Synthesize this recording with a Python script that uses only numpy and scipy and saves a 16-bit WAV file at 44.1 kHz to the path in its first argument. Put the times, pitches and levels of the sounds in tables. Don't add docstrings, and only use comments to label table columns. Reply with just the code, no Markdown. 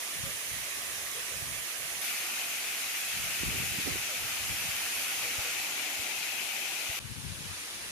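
import sys
import numpy as np
from scipy import signal
from scipy.fft import rfft, irfft, next_fast_len
from scipy.io import wavfile
from scipy.ndimage import uniform_filter1d, map_coordinates

SR = 44100
rng = np.random.default_rng(int(sys.argv[2]) if len(sys.argv) > 2 else 0)


def put_to_file(sound):
    columns = np.atleast_2d(sound).T
    safe = np.clip(columns, -1, 1)
    whole_steps = np.round(safe * 32767)
    wavfile.write(sys.argv[1], SR, whole_steps.astype(np.int16))


N = 348826
TOP_HZ = 15550

VIEW_STARTS = [2.014, 6.992]


def amp(db):
    return 10 ** (np.asarray(db) / 20)


def unit(x):
    return x / np.sqrt(np.mean(x ** 2) + 1e-20)


def along(points, hz, axis=1):
    table = np.transpose(points)
    return np.interp(np.log(hz + 1), np.log(table[0]), table[axis])


def curves(rows):
    seconds, *columns = np.transpose(rows)
    return [np.interp(np.arange(N) / SR, seconds, column) for column in columns]


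def ramp(start, length):
    return np.clip((np.arange(N) / SR - start) / length, 0, 1)


def envelope(hold_start, length, attack, release):
    t = np.arange(N) / SR - hold_start
    return np.exp(np.minimum(t, 0) / attack - np.maximum(t - length, 0) / release)


def wobble(rate):
    knots = rng.standard_normal(int(N * rate / SR) + 4)
    return map_coordinates(knots, [np.arange(N) * rate / SR])


def filtered(x, response):
    padded = next_fast_len(N + 8192)
    spectrum = rfft(x, padded) * response(np.fft.rfftfreq(padded, 1 / SR))
    return irfft(spectrum, padded)[..., :N]


def panned(balance_db):
    gains = amp(np.array([[1], [-1]]) * balance_db / 2)
    return gains / np.sqrt(np.mean(gains ** 2, axis=0))


def patchy(patchy_db):
    spectra = signal.stft(rng.standard_normal((2, N)), nperseg=512)[2]
    field = rng.standard_normal(spectra.shape[1:])
    field = uniform_filter1d(field, size=3, axis=0)
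    field = uniform_filter1d(field, size=7, axis=1)
    swelling = spectra * amp(patchy_db * unit(field))
    return unit(signal.istft(swelling, nperseg=512)[1][:, :N])


def drops(count, pitch_hz, spread, cycles, size_db):
    t = np.arange(128) / SR
    when, side, chance = rng.random((count, 3)).T
    hz = pitch_hz * np.exp(spread * rng.standard_normal((count, 1)))
    hz = np.clip(hz, 900, TOP_HZ)
    size = amp(-size_db * np.log(np.maximum(chance, 0.01)))[:, None]
    grains = size * np.sqrt(hz) * np.sin(2 * np.pi * hz * t) * np.exp(-hz * t / cycles)
    at = ((when * N).astype(int)[:, None] + np.arange(len(t))).ravel()
    ears = []
    for power_share in (side, 1 - side):
        weighted = grains * np.sqrt(power_share)[:, None]
        ears.append(np.bincount(at, weighted.ravel(), N)[:N])
    return unit(np.array(ears))


def falling_water():
    # (frequency [Hz], correlation [1])
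    likeness = [(250, 1), (500, 0.69), (780, 0.84), (1100, 0.4), (1600, 0.067), (2300, 0.31), (3500, 0.014),
                (12000, .01)]
    # (frequency [Hz], gain [dB])
    bass_tone = [(30, -44), (60, -10), (120, -9.5), (200, -2.5), (300, 2.5)]

    def mid_side(hz):
        angle = np.arccos(np.clip(along(likeness, hz), -1, 1)) / 2
        return amp(along(bass_tone, hz)) * [np.cos(angle), np.sin(angle)]

    mid, side = filtered(patchy(patchy_db=1.5), mid_side)
    wash = unit(np.array([mid + side, mid - side]))
    return wash + amp(-14.5) * drops(count=24000, pitch_hz=6080, spread=0.49, cycles=0.94, size_db=2.5)


def view(water, colour, flow, lag_ms):
    splash_db, spray_db, roar_db, balance_db = flow

    def direction(hz):
        delay = np.exp(np.array([[-1j], [1j]]) * np.pi * hz * lag_ms / 1000)
        return delay * amp([along(colour, hz, axis=1), along(colour, hz, axis=2)])

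    heard = filtered(water, direction)
    low = filtered(heard, lambda hz: hz < 1500)
    high = filtered(heard, lambda hz: hz > 8000)
    middle = np.array([unit(ear) for ear in heard - low - high])
    roar = unit(low) * amp(roar_db + 3.5 + 0.25 * wobble(16))
    splash = middle * panned(balance_db) * amp(3.5 + 0.09 * wobble(30))
    spray = unit(high) * amp(spray_db + 4.5 + 0.14 * wobble(22))
    return amp(splash_db) * (roar + splash + spray)


def pool_view(water):
    # (frequency [Hz], left gain [dB], right gain [dB])
    pool_colour = [(342, -15, -15.5), (683, -10.5, -9), (830, -14.5, -13.5), (1180, -9.5, -7),
                   (1460, -13, -8.5), (1770, -12.5, -0.5), (2470, -8.5, -1), (4600, -10.5, -11),
                   (6400, -14.5, -2.5), (7860, -11.5, -11), (9660, -5.5, -4.2), (12300, -16.5, -6.5),
                   (14000, -25, -14.5), (15300, -28.1, -12.5)]
    # (overall level [dB], spray level [dB], roar level [dB], splash left-right [dB])
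    pool_flow = (-42, -2, -11, -3.5)
    return view(water, pool_colour, pool_flow, lag_ms=-0.14)


def cliff_view(water, splash_gain_db=-0.19, spray_gain_db=0.54, roar_gain_db=0.73):
    # (frequency [Hz], left gain [dB], right gain [dB])
    cliff_colour = [(300, -19.5, -19), (517, -21.5, -20), (760, -15.5, -14.5), (1010, -18.5, -18),
                    (1660, -8.5, -8.5), (2506, 1.5, -7), (3450, -6.5, -13), (5330, -11, -11),
                    (6350, -7.5, -9), (8000, -13, -14), (9660, -12.5, -9.5), (12040, -21, -7),
                    (13900, -30.6, -16.5), (15300, -21, -17)]
    # (time [s], overall level [dB], spray level [dB], roar level [dB])
    cliff_flow = [(2.08, -38.5, -2.5, -12.5), (2.29, -39, -4.5, -12), (3.78, -38, -4.5, -15),
                  (4.11, -38.5, -5.5, -13), (4.95, -38, -3.5, -12.5), (5.49, -37.5, -6.5, -12),
                  (6.92, -38.5, -6.5, -13)]
    # (frequency [Hz], gain [dB])
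    tipped_tone = [(450, 1), (750, 1.2), (900, 1.5), (1200, -3.5), (1800, -1.6), (2450, 0.5), (3200, -0.5),
                   (5000, -0.5)]
    tip_start_s, tip_s, drift_s = 5.45, 0.3, 0.62
    left_db, tipped_left_db = 3.1, 6.4
    splash_db, spray_db, roar_db = curves(cliff_flow)
    balance_db = left_db + (tipped_left_db - left_db) * ramp(tip_start_s, drift_s)
    flow = splash_db + splash_gain_db, spray_db + spray_gain_db, roar_db + roar_gain_db, balance_db
    cliff = view(water, cliff_colour, flow, lag_ms=-0.036)
    colour_change = filtered(cliff, lambda hz: amp(along(tipped_tone, hz)) - 1)
    return cliff + ramp(tip_start_s, tip_s) * colour_change


def rim_view(water):
    # (frequency [Hz], left gain [dB], right gain [dB])
    rim_colour = [(404, -10, -8.5), (700, -12, -11), (1200, -7.5, -8), (1500, -7.5, -5), (2570, -5.5, -2),
                  (4000, -8.5, -5), (5300, -10, -6), (6400, -9.5, -5), (8100, -13.5, -11.5), (9250, -2, -9),
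                  (11300, -11, -10.5), (12700, -13, -15), (14000, -26, -22.8), (15300, -21, -35)]
    # (overall level [dB], spray level [dB], roar level [dB], splash left-right [dB])
    rim_flow = (-45, -4.5, -10, 0)
    duck_db, swell_s = 5, 0.59
    swell = amp(duck_db * (ramp(VIEW_STARTS[1], swell_s) - 1))
    return view(water, rim_colour, rim_flow, lag_ms=0.14) * swell


def waterfall():
    water = falling_water() * amp(0.062 * wobble(30))
    views = [pool_view(water), cliff_view(water), rim_view(water)]
    current = np.searchsorted(VIEW_STARTS, np.arange(N) / SR)
    return np.choose(current, views)


def turbulence(tone, lumps_db):
    noise = filtered(rng.standard_normal((2, N)), lambda hz: amp(along(tone, hz)))
    return unit(noise * amp(lumps_db * np.array([wobble(35), wobble(35)])))


def wind(rumble_db=2.5, flutter_db=2.0):
    # (hold start [s], hold length [s], level [dB], left-right [dB], flutter share of power [0-1])
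    gust_rows = [(.2, 0.072, -51.5, -6, 0.05), (0.523, 0.051, -51.5, -2, 0.02), (.78, 0.45, -62, 5, 0.02),
                 (1.354, 0.21, -53.5, -1, 0), (1.82, 0.14, -60, -6, 0), (3.167, 0.13, -51, 2, 0),
                 (3.42, 0.22, -43, 2.5, 0.2), (3.73, .08, -47.5, -9, 0.35), (3.865, .1, -41.5, -7, 0.74),
                 (4.165, 0.13, -55.5, 6, 0), (4.42, 0.27, -50.5, 3, 0.01), (4.927, .65, -63.5, 1, 0),
                 (7.026, 0.48, -48.5, 23, 0), (7.78, .13, -55, 8, 0)]
    # (frequency [Hz], gain [dB])
    rumble_tone = [(22, -33), (36, -8), (55, 0), (95, 1.5), (170, -3), (270, -13), (500, -33), (900, -58)]
    # (frequency [Hz], gain [dB])
    flutter_tone = [(100, -13), (220, -2), (330, 1), (520, -7.5), (750, -13), (1500, -53)]
    attack_s, release_s = 0.039, 0.07
    edge_s = 0.0093
    rumble_power = np.full((2, N), amp(-73) ** 2)
    flutter_power = np.zeros((2, N))
    for start, length, db, balance_db, share in gust_rows:
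        push = amp(db) * panned(balance_db)
        share = np.clip(share, 0, 1)
        rumble_power += (1 - share) * (push * envelope(start, length, attack_s, release_s)) ** 2
        flutter_power += share * (push * envelope(start, length, edge_s, edge_s)) ** 2
    rumble = amp(rumble_db) * np.sqrt(rumble_power) * turbulence(rumble_tone, lumps_db=3.5)
    flutter = amp(flutter_db) * np.sqrt(flutter_power) * turbulence(flutter_tone, lumps_db=4)
    return rumble + flutter


def bumps(cycles=0.37):
    # (centre time [s], level [dB], pitch [Hz], left-right [dB])
    bump_rows = [(0.239, -32, 116, 18), (0.54, -43, 110, -5), (1.427, -36, 100, -19),
                 (3.435, -27, 278, -18), (3.49, -31, 160, 3), (3.604, -30, 150, 15),
                 (3.788, -31, 200, -1.5), (3.958, -29.5, 332, -6), (4.69, -43, 105, 7),
                 (5.389, -35.5, 86, 20), (5.998, -42, 80.5, -20), (6.899, -38, 85, 9),
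                 (7.055, -36, 100, 22), (7.32, -35, 100, 14), (7.408, -35, 140, 18)]
    out = np.zeros((2, N))
    for s, db, hz, balance_db in bump_rows:
        turns = hz * (np.arange(N) / SR - s)
        pulse = np.sin(2 * np.pi * turns) * np.exp(-(turns / cycles) ** 2 / 2)
        out += amp(db + 0.5) * panned(balance_db) * pulse
    return out


def gulps(length=0.023, blur=0.98):
    # (centre time [s], level [dB], pitch [Hz], glide [octaves/s])
    gulp_rows = [(.278, -50.5, 555, 1.5), (1.178, -51, 487, 1.5), (1.335, -54, 530, -3),
                 (4.124, -51, 555, -6), (5.275, -51.5, 485, -1), (5.365, -58, 500, 0),
                 (5.47, -53, 480, 1.5)]
    out = np.zeros(N)
    for s, db, hz, glide in gulp_rows:
        t = np.arange(N) / SR - s
        pitch = hz * 2 ** (glide * np.clip(t, -0.1, 0.1))
        phase = 2 * np.pi * np.cumsum(pitch) / SR + blur * wobble(150)
        out += amp(db + 4.0) * np.exp(-(t / length) ** 2 / 2) * np.sin(phase)
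    return out


def scene():
    return waterfall() + wind() + bumps() + gulps()


def record(dry, dip_db=-7):
    dip = abs(np.arange(N) / SR - VIEW_STARTS[1] - 0.004) < 0.004
    dipped = dry * amp(dip_db * dip)
    highpass = signal.butter(2, 38, "highpass", fs=SR, output="sos")
    no_rumble = signal.sosfilt(highpass, dipped)
    return filtered(no_rumble, lambda hz: hz < TOP_HZ)


dry = scene()
out = record(dry)
put_to_file(out)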